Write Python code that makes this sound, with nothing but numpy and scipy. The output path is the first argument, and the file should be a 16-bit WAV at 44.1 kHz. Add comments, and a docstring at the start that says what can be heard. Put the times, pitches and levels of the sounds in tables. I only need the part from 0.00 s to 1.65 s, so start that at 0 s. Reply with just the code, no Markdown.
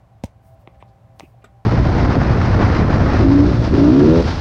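"""Under a vehicle, over the low rumble and hum of a distant machine, a driveshaft is rocked by hand.
Its joint takes up the play with one heavy clunk, which runs through the steel, treble first,
and dies at once. A faint handling rustle comes and goes; lighter knocks follow, the parts
scraping between them. Last, a loose part chatters into a rattling clink."""
import sys
import numpy as np
from scipy import signal
from scipy.fft import rfft, irfft
from scipy.io import wavfile

SR = 44100
rng = np.random.default_rng(int(sys.argv[2]) if len(sys.argv) > 2 else 0)


def wrap_up_sound(samples):
    """Save the sound to the file named by the first command line argument, as 16-bit audio."""
    columns = np.atleast_2d(samples).T
    # keep every value between -1 and 1, then stretch to whole-number steps
    tamed = np.clip(columns, -1, 1)
    steps = np.round(tamed * 32767).astype(np.int16)
    wavfile.write(sys.argv[1], SR, steps)


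N = 72765
T = np.arange(N) / SR
HZ = np.maximum(np.arange(N // 2 + 1) * SR / N, 1)

# Joint response to a blow: freq_hz, gain_db
JOINT_RESPONSE = [(40, -37), (130, 1.5), (400, -2.5), (600, -1), (820, -1.5), (1150, -5), (1380, -10),
                  (1720, -12.5), (2080, -4.5), (2900, -12.5), (3600, -12), (4700, -20), (5900, -18),
                  (7200, -25.5), (8500, -24.5), (10400, -26.5), (16000, -33)]
# Five colour bands, bass to top: centre_hz
BAND_CENTRES_HZ = [150, 700, 2500, 6000, 12000]
# Metal-on-metal blows: start_s, ring_hz, ring_db, hollow_hz, edge_hz,
# bass_db, low_mid_db, mid_db, treble_db, top_db
KNOCKS = [(0.2374, 554, 6.5, 1180, 1120, 14, 11, 16.5, 22, 15),
          (0.2392, 1540, 12, 3300, 7000, -10, -10, -5.5, -5, -2),
          (0.2429, 8500, 3, 1200, 9740, -3, -3.5, -9, 2.5, 17),
          (0.6739, 360, 6, 1560, 4350, 0, 0.5, -1.5, -11, -15),
          (0.8247, 1020, 8, 1480, 3970, -9.5, 1, -8.5, -8.5, -10),
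          (1.1968, 810, 5.5, 2140, 9840, -10, 0, 3, 7.5, 8.5),
          (1.2054, 630, 6.5, 1550, 3100, -4, 0.5, 3, 4, 6)]


def knocks():
    """Blows excite the joint; bending waves in the shaft smear each into a fast falling chirp."""
    ring_octaves, hollow_octaves, hollow_db = 0.19, 0.19, -16.5
    edge_db, edge_steepness = -14.5, 25
    travel_at_1khz_s = 0.001088  # lower waves are slower
    joint = spectrum_db(JOINT_RESPONSE)
    spectrum = 0
    for start_s, ring_hz, ring_db, hollow_hz, edge_hz, *bands_db in KNOCKS:
        ring = ring_db * resonance(ring_hz, ring_octaves)
        # The hollow is the band this contact point misses.
        hollow = hollow_db * np.exp(-(np.log2(HZ / hollow_hz) / hollow_octaves) ** 2)
        upper_edge = edge_db / (1 + (edge_hz / HZ) ** edge_steepness)
        colour = spectrum_db(list(zip(BAND_CENTRES_HZ, bands_db)))
        blow = minimum_phase(joint + ring + hollow + upper_edge + colour)
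        spectrum += blow * np.exp(-2j * np.pi * HZ * start_s)
    lag_rad = 4 * np.pi * travel_at_1khz_s * np.sqrt(1000 * HZ)
    return irfft(spectrum * np.exp(-1j * lag_rad), N)


# Dull thuds of the heavy parts: start_s, pitch_hz, peak_db, rise_s
THUDS = [(0.2371, 209, -16, 0.0034), (0.24, 87, -20.5, 0.0073), (1.2240, 151, -43, 0.0047),
         (1.2332, 325, -35.5, 0.0038)]


def thuds():
    """The heavy parts swing for a cycle or two on their damped mounts."""
    out = 0
    for start_s, pitch_hz, peak_db, rise_s in THUDS:
        age_s = np.maximum(T - start_s, 0)
        envelope = (age_s / rise_s * np.exp(1 - age_s / rise_s)) ** 2.43
        out += from_db(peak_db) * envelope * np.sin(2 * np.pi * pitch_hz * age_s)
    return out


# Sliding contacts: start_s, length_s, level_db, centre_hz, width_octaves
SCRAPES = [(0.234, 0.017, -47.5, 3870, 1.4), (0.246, 0.027, -52.5, 3000, 2.2),
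           (0.2560, 0.0091, -51.5, 6100, 0.18), (0.798, 0.044, -57.5, 2230, 0.72),
           (0.793, 0.032, -72, 8240, .15), (0.869, .05, -71.5, 4140, 0.83),
           (1.189, 0.023, -53.5, 3400, 1.9), (1.219, 0.051, -53.5, 2540, 0.25),
           (1.337, 0.02, -52.5, 595, 0.64), (0.733, 0.044, -66.5, 1780, 1.1),
           (1.415, 0.026, -61.5, 2430, 0.49), (1.4415, .012, -57, 4000, 1.3), (1.449, 0.032, -60, 2180, 1),
           (1.222, .03, -47, 220, .7)]


def scrapes():
    """Sliding surfaces send dense slips through one resonance per scrape."""
    out = 0
    for start_s, length_s, level_db, centre_hz, width_octaves in SCRAPES:
        slips = coloured(grains(per_s=6000, spread_db=2), resonance(centre_hz, width_octaves) ** 2)
        out += from_db(level_db) * stroke(start_s, length_s, peak_share=0.34) * slips
    return out


# Modes of the loose part: pitch_hz, level_db, t60_s
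CLINK_MODES = [(238, -47.5, 0.038), (405, -45.5, .008), (610, -47, 0.0088), (1345, -42, 0.015),
               (1810, -53.5, 0.011), (2390, -53, 0.013), (3600, -54, .012), (7730, -56.5, 0.0083),
               (8600, -66, 0.0026), (12500, -68, .006)]


def clink():
    """A dying run of touches rings the modes of a loose part."""
    start_s, rise_s, fall_s = 1.4412, 0.0012, 0.0078
    age_s = np.maximum(T - start_s, 0)
    force = np.minimum(age_s / rise_s, 1) * np.exp(-np.maximum(age_s - rise_s, 0) / fall_s)
    out = 0
    for pitch_hz, level_db, t60_s in CLINK_MODES:
        touches = force * grains(per_s=2500, spread_db=5) + 1e-18
        radius, angle_rad = from_db(-60 / (t60_s * SR)), 2 * np.pi * pitch_hz / SR
        ring = signal.lfilter([1, 0, -1], [1, -2 * radius * np.cos(angle_rad), radius ** 2], touches)
        out += from_db(level_db) * coloured(ring, resonance(pitch_hz, width_octaves=0.35))
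    return out * rms(force)


# Colour of the reflections: freq_hz, relative_db
UNDERBODY_SPECTRUM = [(100, -18), (300, -7.5), (700, -1.5), (1500, 3.5), (5000, -2), (15000, -3.5)]


def underbody(source):
    """Reflections between underbody and ground add a short, faint tail."""
    level_db, t60_s, delay_s = -16.5, 0.17, 0.004
    envelope = from_db(-60 * T / t60_s) * (T > delay_s)
    tail = envelope * noise(from_db(spectrum_db(UNDERBODY_SPECTRUM)))
    return from_db(level_db) * signal.fftconvolve(source, tail / np.linalg.norm(tail))[:N]


# Hand movements: start_s, length_s, level_db
RUSTLES = [(0.41, 0.14, -66), (0.525, .04, -74), (0.582, 0.073, -71), (1.129, 0.23, -66.5)]
# Colour of the brushing: freq_hz, relative_db
RUSTLE_SPECTRUM = [(2000, -15), (5000, -1.5), (7500, -4.5), (9300, 1.5), (10500, -3), (13000, 1),
                   (15500, 0.5)]


def rustle():
    """Soft, bright brushing as the hand shifts."""
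    envelope = sum(from_db(level_db) * stroke(start_s, length_s, peak_share=0.45)
                   for start_s, length_s, level_db in RUSTLES)
    return envelope * coloured(grains(per_s=7900, spread_db=4.5), from_db(spectrum_db(RUSTLE_SPECTRUM)))


# Colour of the rumble: freq_hz, relative_db
RUMBLE_SPECTRUM = [(20, -42), (35, -13.5), (60, 2.5), (85, -3.5), (115, 4.5), (145, -8.5), (190, -7.5),
                   (230, -16), (480, -22.5), (600, -21), (760, -14.5), (850, -23.5), (1020, -21),
                   (1250, -27.5), (1800, -32.5), (4000, -43), (10000, -51), (16000, -53)]
# Rumble level drift: time_s, gain_db
RUMBLE_SWELL = [(0, -0.5), (0.4, -1), (0.58, 0.5), (0.9, 0), (1.15, 0), (1.65, -.5)]
# Machine tones: pitch_hz, level_db
HUM_TONES = [(118, -58), (538, -68), (594, -68.5), (657, -64.5), (772, -69), (792, -63.5)]
# Hum level drift: time_s, gain_db
HUM_SWELL = [(0, -3), (0.42, -4.5), (0.53, 2.5), (0.9, 1), (1.15, -1), (1.65, 0)]


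def distant_machine():
    """Low rumble under narrow noise bands, heard as a wavering hum."""
    rumble_db, hum_half_width_hz = -49.5, 3.2
    rumble = from_db(rumble_db) * noise(from_db(spectrum_db(RUMBLE_SPECTRUM)))
    hum = sum(from_db(level_db) * noise(1 / (1 + ((HZ - pitch_hz) / hum_half_width_hz) ** 2))
              for pitch_hz, level_db in HUM_TONES)
    return rumble * swell(RUMBLE_SWELL) + hum * swell(HUM_SWELL)


def from_db(db):
    """Decibels to gain."""
    return 10 ** (np.asarray(db) / 20)


def rms(x):
    """Root mean square, never zero."""
    return np.sqrt(np.mean(x ** 2) + 1e-20)


def spectrum_db(points):
    """Spectrum table interpolated over log frequency."""
    freq_hz, gain_db = np.transpose(points)
    return np.interp(np.log(HZ), np.log(freq_hz), gain_db)


def swell(points):
    """Drift table as a gain per sample."""
    return from_db(np.interp(T, *np.transpose(points)))


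def resonance(centre_hz, width_octaves):
    """Bell over log frequency, peak 1."""
    return 1 / (1 + (np.log2(HZ / centre_hz) / width_octaves) ** 2)


def coloured(x, gain):
    """x filtered by a gain per frequency; rms 1."""
    filtered = irfft(rfft(x) * gain, N)
    return filtered / rms(filtered)


def noise(gain):
    """Gaussian noise with this spectrum; rms 1."""
    return coloured(rng.standard_normal(N), gain)


def minimum_phase(gain_db):
    """Causal response with this spectrum: nothing sounds before the blow."""
    cepstrum = irfft(np.log(from_db(gain_db)), N)
    fold = (1 + np.sign(np.arange(N))) * (np.arange(N) < N // 2)
    return np.exp(rfft(cepstrum * fold))


def grains(per_s, spread_db):
    """Tiny contacts of uneven size at random moments."""
    hits = rng.random(N) < per_s / SR
    sizes = from_db(spread_db * rng.standard_normal(N))
    return hits * sizes * rng.choice([-1, 1], N)


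def stroke(start_s, length_s, peak_share):
    """Triangular envelope of one short movement."""
    return np.interp(T, [start_s, start_s + length_s * peak_share, start_s + length_s], [0, 1, 0])


def scene():
    """All sources at one close microphone."""
    shaft = knocks() + thuds() + scrapes() + clink()
    return (shaft + underbody(shaft) + rustle() + distant_machine())[None]


def record(dry):
    """The microphone drops the deepest bass; the top is cut steeply."""
    low_cut_hz, high_cut_hz = 35, 15900
    high_passed = irfft(rfft(dry) / np.sqrt(1 + (low_cut_hz / HZ) ** 10), N)
    return signal.sosfilt(signal.ellip(10, 0.1, 70, high_cut_hz, fs=SR, output="sos"), high_passed)


dry = scene()
out = record(dry)
wrap_up_sound(out)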